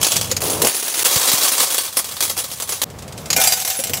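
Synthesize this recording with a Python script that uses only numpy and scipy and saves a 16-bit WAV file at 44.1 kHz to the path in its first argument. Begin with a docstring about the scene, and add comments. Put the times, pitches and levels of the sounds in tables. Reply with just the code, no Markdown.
"""Metal medals clatter in a home-made pusher machine, heard in four abruptly joined views: a few drop
on the steel field, a bucket tips and spills its load, the load cascades over the field, and a hopper
pays out down a chute onto a wooden table. Each impact cracks, excites the modes of the sheet steel and
sets the medal ringing. The feed mechanism clacks, the cabinet bumps and a motor rumbles underneath."""
import sys
import numpy as np
from scipy import signal
from scipy.fft import rfft, irfft, next_fast_len
from scipy.io import wavfile
from scipy.ndimage import uniform_filter1d

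SR = 44100
rng = np.random.default_rng(int(sys.argv[2]) if len(sys.argv) > 2 else 0)


def bounce(signal):
    """Save signal as a 16-bit WAV file at the path given by the first command-line argument."""
    frames = np.transpose(np.atleast_2d(signal))
    limited = np.clip(frames, -1, 1)
    pcm = np.round(limited * 32767).astype(np.int16)
    wavfile.write(sys.argv[1], SR, pcm)


N = 176400
RING_S = .45  # length of one impact's sound
T = np.arange(N) / SR
AGE = np.arange(int(RING_S * SR)) / SR  # seconds since an impact

# Single medals landing on the steel field. Each row: start in seconds, level in dB.
LANDINGS = [(0.014, -16.5), (0.0295, -7.5), (.046, -10.5), (0.0677, -10.5), (.119, -15.5), (0.165, -10.5),
            (0.212, -14), (1.057, -12), (1.13, -14), (1.2145, -12.5), (1.286, -11), (1.298, -27),
            (1.481, -11), (1.5878, -18), (1.601, -9.5), (1.723, -16), (1.744, -12.5), (1.7808, -10),
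            (1.9696, -8), (1.99, -13), (2.0433, -21.5), (2.1674, -23), (2.2058, -11.5), (2.2248, -11),
            (2.235, -14.5), (2.2978, -15), (2.3678, -21), (2.377, -16.5), (2.388, -15), (2.441, -20.5),
            (2.6, -18), (2.622, -17.5), (2.692, -17), (2.7219, -15.5), (2.8167, -10), (2.834, -12.5)]
# Modes of the flexing field and of the stiff chute. Each row: frequency in Hz, level in dB.
FIELD_MODES = [(1116, -23.5), (3340, -18.5), (5728, -27)]
CHUTE_MODES = [(500, -28), (662, -29), (759, -22), (1482, -30), (2142, -24), (2378, -25), (5653, -23),
               (6230, -20), (6519, -23), (7400, -17), (7946, -22), (8581, -22), (9421, -24), (11530, -25),
               (13700, -22)]
FIELD_T60_S, CHUTE_T60_S = .11, .27


def from_db(db):
    """Amplitude grows tenfold with every 20 dB."""
    return 10 ** (np.asarray(db) / 20)


def rms_one(x):
    """Dividing by the rms gives unit power."""
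    return x / np.sqrt(np.mean(x ** 2) + 1e-20)


def level(curve, times):
    """An amplitude envelope, interpolated in decibels."""
    return from_db(np.interp(times, *np.transpose(curve)))


def dying(t60):
    """Exponential decay: damping takes 60 dB in t60 seconds."""
    return np.exp(-np.log(1000) * AGE / t60)


def coloured(x, colour, ripple=()):
    """A minimum-phase filter with chance peaks and dips; white noise keeps its power."""
    size = 2 * next_fast_len(len(x))
    hz, db = np.transpose(colour)
    bins = np.arange(size // 2 + 1) * SR / size
    shape_db = np.interp(np.log(bins + 1), np.log(hz), db)
    ripple_share = np.minimum(bins / 6000, 1) ** .5  # shallower below 6000 Hz
    for width, depth in ripple:
        knots = np.arange(0, SR / 2, width)
        shape_db += depth * ripple_share * np.interp(bins, knots, rng.standard_normal(len(knots)))
    cepstrum = irfft(np.log(rms_one(from_db(shape_db))))
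    cepstrum[1:size // 2] *= 2  # folding the cepstrum makes the filter causal
    cepstrum[size // 2 + 1:] = 0
    return irfft(rfft(x, size) * np.exp(rfft(cepstrum)))[:len(x)]


def ringing(modes, t60, detune=0.00287, uneven_db=3):
    """Free vibration is a sum of damped sines; each blow varies their pitch, strength and sign."""
    out = 0
    for hz, db in modes:
        shift, strength, side = rng.standard_normal(3)
        amplitude = np.sign(side) * from_db(db + uneven_db * strength)
        out = out + amplitude * np.sin(2 * np.pi * hz * (1 + detune * shift) * AGE)
    return out * dying(t60)


def play(times, gains, sounds):
    """Superposition: one sound is added at each time, picked in shuffled rounds."""
    out = np.zeros(N + len(AGE))
    rounds = len(times) // len(sounds) + 1
    picks = np.argsort(rng.random((rounds, len(sounds)))).ravel()
    for s, gain, pick in zip(times, gains, picks):
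        start = int(np.clip(s * SR, 0, N))
        out[start:start + len(AGE)] += gain * sounds[pick]
    return out[:N]


def strikes(rows, sounds):
    """Separate blows add linearly. Each row: start in seconds, level in dB."""
    times, db = np.transpose(rows)
    return play(times, from_db(db), sounds)


def damped_blows(rows, colour, t60, tail_db, tail_t60):
    """Heavy damping leaves a burst of noise, with a short tail from the cabinet."""
    envelope = dying(t60) + from_db(tail_db) * dying(tail_t60)
    return strikes(rows, [coloured(rng.standard_normal(len(AGE)) * envelope, colour) for _ in rows])


def motor(hum_hz=93.6, hum_db=-12.5):
    """A motor's irregular vibration is heard as rumble, its periodic vibration as hum."""
    # Motor envelope. Each row: time in seconds, level in dB.
    envelope = [(0, -27), (.1, -47), (.15, -31), (.68, -32.5), (.74, -80), (1.05, -50.5), (1.7, -53.5),
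                (2.2, -42.5), (2.835, -45), (2.865, -35), (3.35, -32), (3.55, -45), (3.75, -51),
                (3.92, -33)]
    # Rumble spectrum. Each row: frequency in Hz, level in dB.
    colour = [(38, -18), (55, -7), (92, 1), (165, -1.5), (310, -12), (550, -9.5), (1100, -17), (1500, -23),
              (15000, -38.5)]
    rumble = coloured(rng.standard_normal(N), colour)
    hum = from_db(hum_db) * np.sin(2 * np.pi * hum_hz * T)
    return level(envelope, T) * (rumble + hum)


def tipping_bucket(whine_hz=432, whine_db=-5):
    """The hollow bucket drums with a broad resonance as it tips, and its drive whines."""
    # Tipping envelope. Each row: time in seconds, level in dB.
    envelope = [(.39, -62), (.415, -25), (.6, -26), (.655, -16.5), (.71, -63)]
    # Drumming spectrum. Each row: frequency in Hz, level in dB.
    colour = [(60, -30), (120, -8), (300, 1.5), (550, 4), (1100, -3), (1450, -15), (4000, -16)]
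    drumming = coloured(rng.standard_normal(N), colour)
    whine = from_db(whine_db) * np.sin(2 * np.pi * whine_hz * T)
    return level(envelope, T) * (drumming + whine)


def cabinet_bumps():
    """The cabinet responds mainly at low frequencies, so its bumps are dull."""
    # Bumps. Each row: start in seconds, level in dB.
    bumps = [(1.16, -21.5), (1.335, -24)]
    # Cabinet response. Each row: frequency in Hz, level in dB.
    colour = [(35, -7), (70, 3), (180, 2.5), (300, -11), (700, -31)]
    return damped_blows(bumps, colour, t60=0.047, tail_db=-36, tail_t60=0.22)


def wood_knocks():
    """Internal damping cuts the resonances of struck wood short."""
    # Knocks. Each row: start in seconds, level in dB.
    knocks = [(.315, -27.5), (3.375, -25.5), (3.79, -24), (3.855, -34), (3.895, -23.5)]
    # Response of the wood. Each row: frequency in Hz, level in dB.
    colour = [(80, -28), (250, -2), (370, -17), (520, 3.5), (750, -27), (2000, -20), (8000, -18)]
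    return damped_blows(knocks, colour, t60=0.079, tail_db=1.5, tail_t60=0.088)


def feed_clacks():
    """Impacts on the well-damped feed mechanism give dry, bright clacks."""
    # Clacks. Each row: start in seconds, level in dB.
    clacks = [(.3142, -10.5), (.3661, -13.5), (3.3028, -9.5), (3.3293, -9.5)]
    # Response of the mechanism. Each row: frequency in Hz, level in dB.
    colour = [(200, -16), (800, -8), (1500, -9), (2350, -3), (3500, -7), (5000, 3), (5900, -7), (6700, 7),
              (7700, -7), (11000, -8), (15500, -13)]
    return damped_blows(clacks, colour, t60=0.066, tail_db=-27, tail_t60=0.087)


def hopper_ticks(t60=0.092):
    """Medals shifting in the hopper make faint broadband transients."""
    # Ticks. Each row: start in seconds, level in dB.
    ticks = [(2.901, -36), (2.987, -33), (3.022, -32.5), (3.0788, -33.5), (3.1237, -32), (3.1776, -29),
             (3.2577, -28)]
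    colour = [(1000, 0.5), (8000, 4), (15000, -9)]  # Each row: frequency in Hz, level in dB.
    return strikes(ticks, [coloured(rng.standard_normal(len(AGE)) * dying(t60), colour) for _ in ticks])


def medal_note(hz, free_s):
    """A medal's close modes beat until contact with another medal damps them."""
    # Medal modes. Each row: multiple of the pitch, level in dB.
    modes = [(.946, -4), (1, 0), (1.02, -7)]
    stopped = np.exp(-(AGE / free_s) ** 4)
    return stopped * ringing([(hz * ratio, db) for ratio, db in modes], t60=.4)


def chinks(flight_s=0.075):
    """Medals that bounce clear vibrate freely, each at its own natural frequency."""
    # Bounces. Each row: start in seconds, pitch in Hz, level in dB.
    bounces = [(.08, 10540, -21), (.625, 10820, -24), (1.78, 10800, -36), (2.235, 10600, -30),
               (2.38, 10640, -25), (2.70, 10800, -25), (3.44, 10680, -22), (3.77, 10500, -24)]
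    return sum(strikes([(s, db)], [medal_note(hz, flight_s)]) for s, hz, db in bounces)


def sheet_rings(mode_count, spots=30, band_hz=(450, 15500)):
    """A sheet has one set of dense modes, which each point of impact excites in a different mix."""
    hz = rng.uniform(*np.sqrt(band_hz), mode_count) ** 2
    sines = np.sin(2 * np.pi * hz[:, None] * AGE)
    weights = rng.standard_normal((spots, mode_count)) * hz ** .25
    return rms_one(weights @ sines)


def contact_sounds(colour, modes, crack_t60, sheet_t60, sheet_db, medal_db,
                   modes_t60=FIELD_T60_S, detune=.006, mode_count=300):
    """An impact excites both bodies: a crack, the steel's dense and main modes, and a muffled medal."""
    # Each spot favours its own resonances. Each row: ripple width in Hz, depth in dB.
    spot_ripple = [(110, 3.4), (1400, 2.0)]
    medal_hz, pitch_spread = 10470, .012
    sounds = []
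    for sheet in sheet_rings(mode_count):
        crack = rng.standard_normal(len(AGE)) * dying(crack_t60)
        blow = crack + from_db(sheet_db) * sheet * dying(sheet_t60)
        freedom_db = 8 * np.clip(rng.standard_normal() - 1, -2, .5)  # most medals are partly muffled
        hz = medal_hz * (1 + pitch_spread * rng.standard_normal())
        medal = medal_note(hz, free_s=rng.uniform(.02, .06))
        steel = coloured(blow, colour, spot_ripple) + ringing(modes, modes_t60, detune)
        sounds.append(steel + from_db(medal_db + freedom_db) * medal)
    return sounds


def crowd(flow, view_s, sounds, contacts_per_s=330, spread_db=5, count=1500):
    """Small random contacts add in power; their rms level follows the flow."""
    start, end = view_s
    times = max(start, 0) + (np.arange(count) + 2 * rng.random(count)) / contacts_per_s
    strengths = rms_one(from_db(spread_db * np.clip(rng.standard_normal(count), -2, 2)))
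    summed_rms = np.sqrt(contacts_per_s * RING_S * np.mean(np.square(sounds)))
    gains = strengths * level(flow, times) / summed_rms
    heard = times < min(end, N / SR)
    return play(times[heard], gains[heard], sounds)


def clatter(flow, hits, sounds, view_s):
    """Loud single impacts are superposed on the crowd and heard only while the view lasts."""
    start, end = view_s
    own_hits = [(s, db) for s, db in hits if start <= s < end]
    gate = uniform_filter1d(1. * ((T >= start) & (T < end)), size=128)
    return gate * (strikes(own_hits, sounds) + crowd(flow, view_s, sounds))


def field_drops():
    """A few falling medals excite the bending modes of the steel field."""
    # Crowd of small contacts. Each row: time in seconds, level in dB.
    flow = [(.02, -23.5), (.13, -18), (.19, -22.5), (.3, -30), (.4, -38)]
    # Contact spectrum. Each row: frequency in Hz, level in dB.
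    colour = [(100, -23), (400, -1.5), (1000, -3.5), (2000, -8), (3000, -0.5), (4500, -2), (6800, 0.5),
              (9000, -2.5), (12000, -6.5), (15500, -7)]
    sounds = contact_sounds(colour, FIELD_MODES,
                            crack_t60=.05, sheet_t60=0.082, sheet_db=-4.5, medal_db=-23)
    return clatter(flow, LANDINGS, sounds, view_s=(-1, .4))


def bucket_spill():
    """Spilling medals ring against the bucket, whose dense modes give no dominant pitch."""
    # Impacts on the lip, then the crowd of small contacts. Each row: time in seconds, level in dB.
    lip_hits = [(.4174, -15), (0.6186, -6), (0.648, -9.5), (.67, -6), (.7128, -21)]
    flow = [(.4, -20.5), (.55, -20.5), (.6, -29.5), (.65, -18.5), (.71, -19), (.81, -21.5), (.9, -21.5),
            (1.03, -17)]
    # Contact spectrum. Each row: frequency in Hz, level in dB.
    colour = [(120, -15.5), (350, -2.5), (800, -3), (1600, -5.5), (3500, -3), (6000, -2), (9000, -1.5),
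              (12000, -5), (15500, -4)]
    sounds = contact_sounds(colour, [], crack_t60=0.051, sheet_t60=0.097, sheet_db=-9, medal_db=-11)
    return clatter(flow, lip_hits, sounds, view_s=(.402, 1.033))


def chute_clang(boost_db=8.5, top_hz=2500):
    """The first heavy landings shake the whole chute in its low modes."""
    # Heavy landings. Each row: start in seconds, level in dB.
    clangs = [(3.364, -7), (3.385, -5)]
    low_modes = [(hz, db + boost_db) for hz, db in CHUTE_MODES if hz < top_hz]
    return strikes(clangs, [ringing(low_modes, CHUTE_T60_S) for _ in clangs])


def chute_payout():
    """The stiff chute rings at nearly constant frequencies; blows on its rim excite further modes."""
    # Impacts on chute and rim, then the crowd of small contacts. Each row: time in seconds, level in dB.
    chute_hits = [(3.3637, -9), (3.40, -13), (3.4141, -8.5), (3.438, -8.5), (3.649, -16.5), (3.676, -16.5),
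                  (3.701, -16.5), (3.7987, -19.5), (3.8381, -16.5), (3.8705, -21.5), (3.9344, -13.5),
                  (3.9703, -21.5)]
    rim_hits = [(3.472, -8), (3.522, -10.5)]
    flow = [(3.14, -57), (3.19, -39), (3.29, -44), (3.355, -34), (3.368, -19), (3.46, -19.5), (3.53, -18.5),
            (3.56, -22), (3.62, -20), (3.64, -39), (3.68, -20.5), (3.73, -21), (3.775, -34.5), (3.81, -30),
            (3.86, -41), (4, -30)]
    # Contact spectrum, then modes of the rim. Each row: frequency in Hz, level in dB.
    colour = [(120, -5.5), (400, -10.5), (750, 3.5), (1100, -3), (2300, -0.5), (3600, 0.5), (4700, 0),
              (5400, 2.5), (6300, 1), (7800, 3.5), (9200, -2.5), (10700, 3.5), (12500, -4), (13800, 4),
              (15500, -5)]
    rim_modes = [(4090, -16), (4630, -9), (4775, -6), (6702, -13)]
    sounds = contact_sounds(colour, CHUTE_MODES,
                            crack_t60=0.072, sheet_t60=0.13, sheet_db=-6.5, medal_db=-18,
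                            modes_t60=CHUTE_T60_S, detune=.0015, mode_count=170)
    rim_sounds = [blow + ringing(rim_modes, t60=.11) for blow in sounds[:len(rim_hits)]]
    return clatter(flow, chute_hits, sounds, view_s=(2.845, 5)) + strikes(rim_hits, rim_sounds)


def cascade():
    """The load strikes the field faster than its modes decay, so the impacts merge."""
    # Crowd of small contacts. Each row: time in seconds, level in dB.
    flow = [(1.035, -29.5), (1.05, -13.5), (1.26, -18), (1.31, -14), (1.5, -15.5), (1.62, -17), (1.8, -24),
            (1.95, -30), (2.0, -29), (2.1, -27.5), (2.16, -35), (2.26, -22), (2.35, -33), (2.39, -24.5),
            (2.48, -33), (2.52, -25.5), (2.56, -35), (2.66, -33.5), (2.73, -22.5), (2.8, -33)]
    # Contact spectrum. Each row: frequency in Hz, level in dB.
    colour = [(90, -32.5), (280, -2), (550, 1), (800, -2), (1100, 1.5), (1500, -3), (2600, -1.5),
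              (3300, 0.5), (4200, 0.5), (6000, 1.5), (9000, 1), (12000, -1.5), (15500, -2)]
    sounds = contact_sounds(colour, FIELD_MODES,
                            crack_t60=0.07, sheet_t60=0.16, sheet_db=-9.5, medal_db=-14)
    return clatter(flow, LANDINGS, sounds, view_s=(1.033, 2.842))


def scene():
    """The sound pressures of machine and medals add at one microphone."""
    machine = motor() + tipping_bucket() + cabinet_bumps() + wood_knocks() + feed_clacks()
    medals = hopper_ticks() + chinks() + field_drops() + bucket_spill()
    medals += chute_clang() + chute_payout() + cascade()
    return (machine + medals)[None]


def record(dry, low_cut_hz=42, high_cut_hz=15720):
    """Soft saturation rounds the highest peaks; filters cut the deep bass and the top."""
    rounded = np.tanh(dry)
    thinned = signal.sosfilt(signal.butter(4, low_cut_hz, "high", fs=SR, output="sos"), rounded)
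    return signal.sosfilt(signal.ellip(12, .1, 80, high_cut_hz, fs=SR, output="sos"), thinned)


dry = scene()
out = record(dry)
bounce(out)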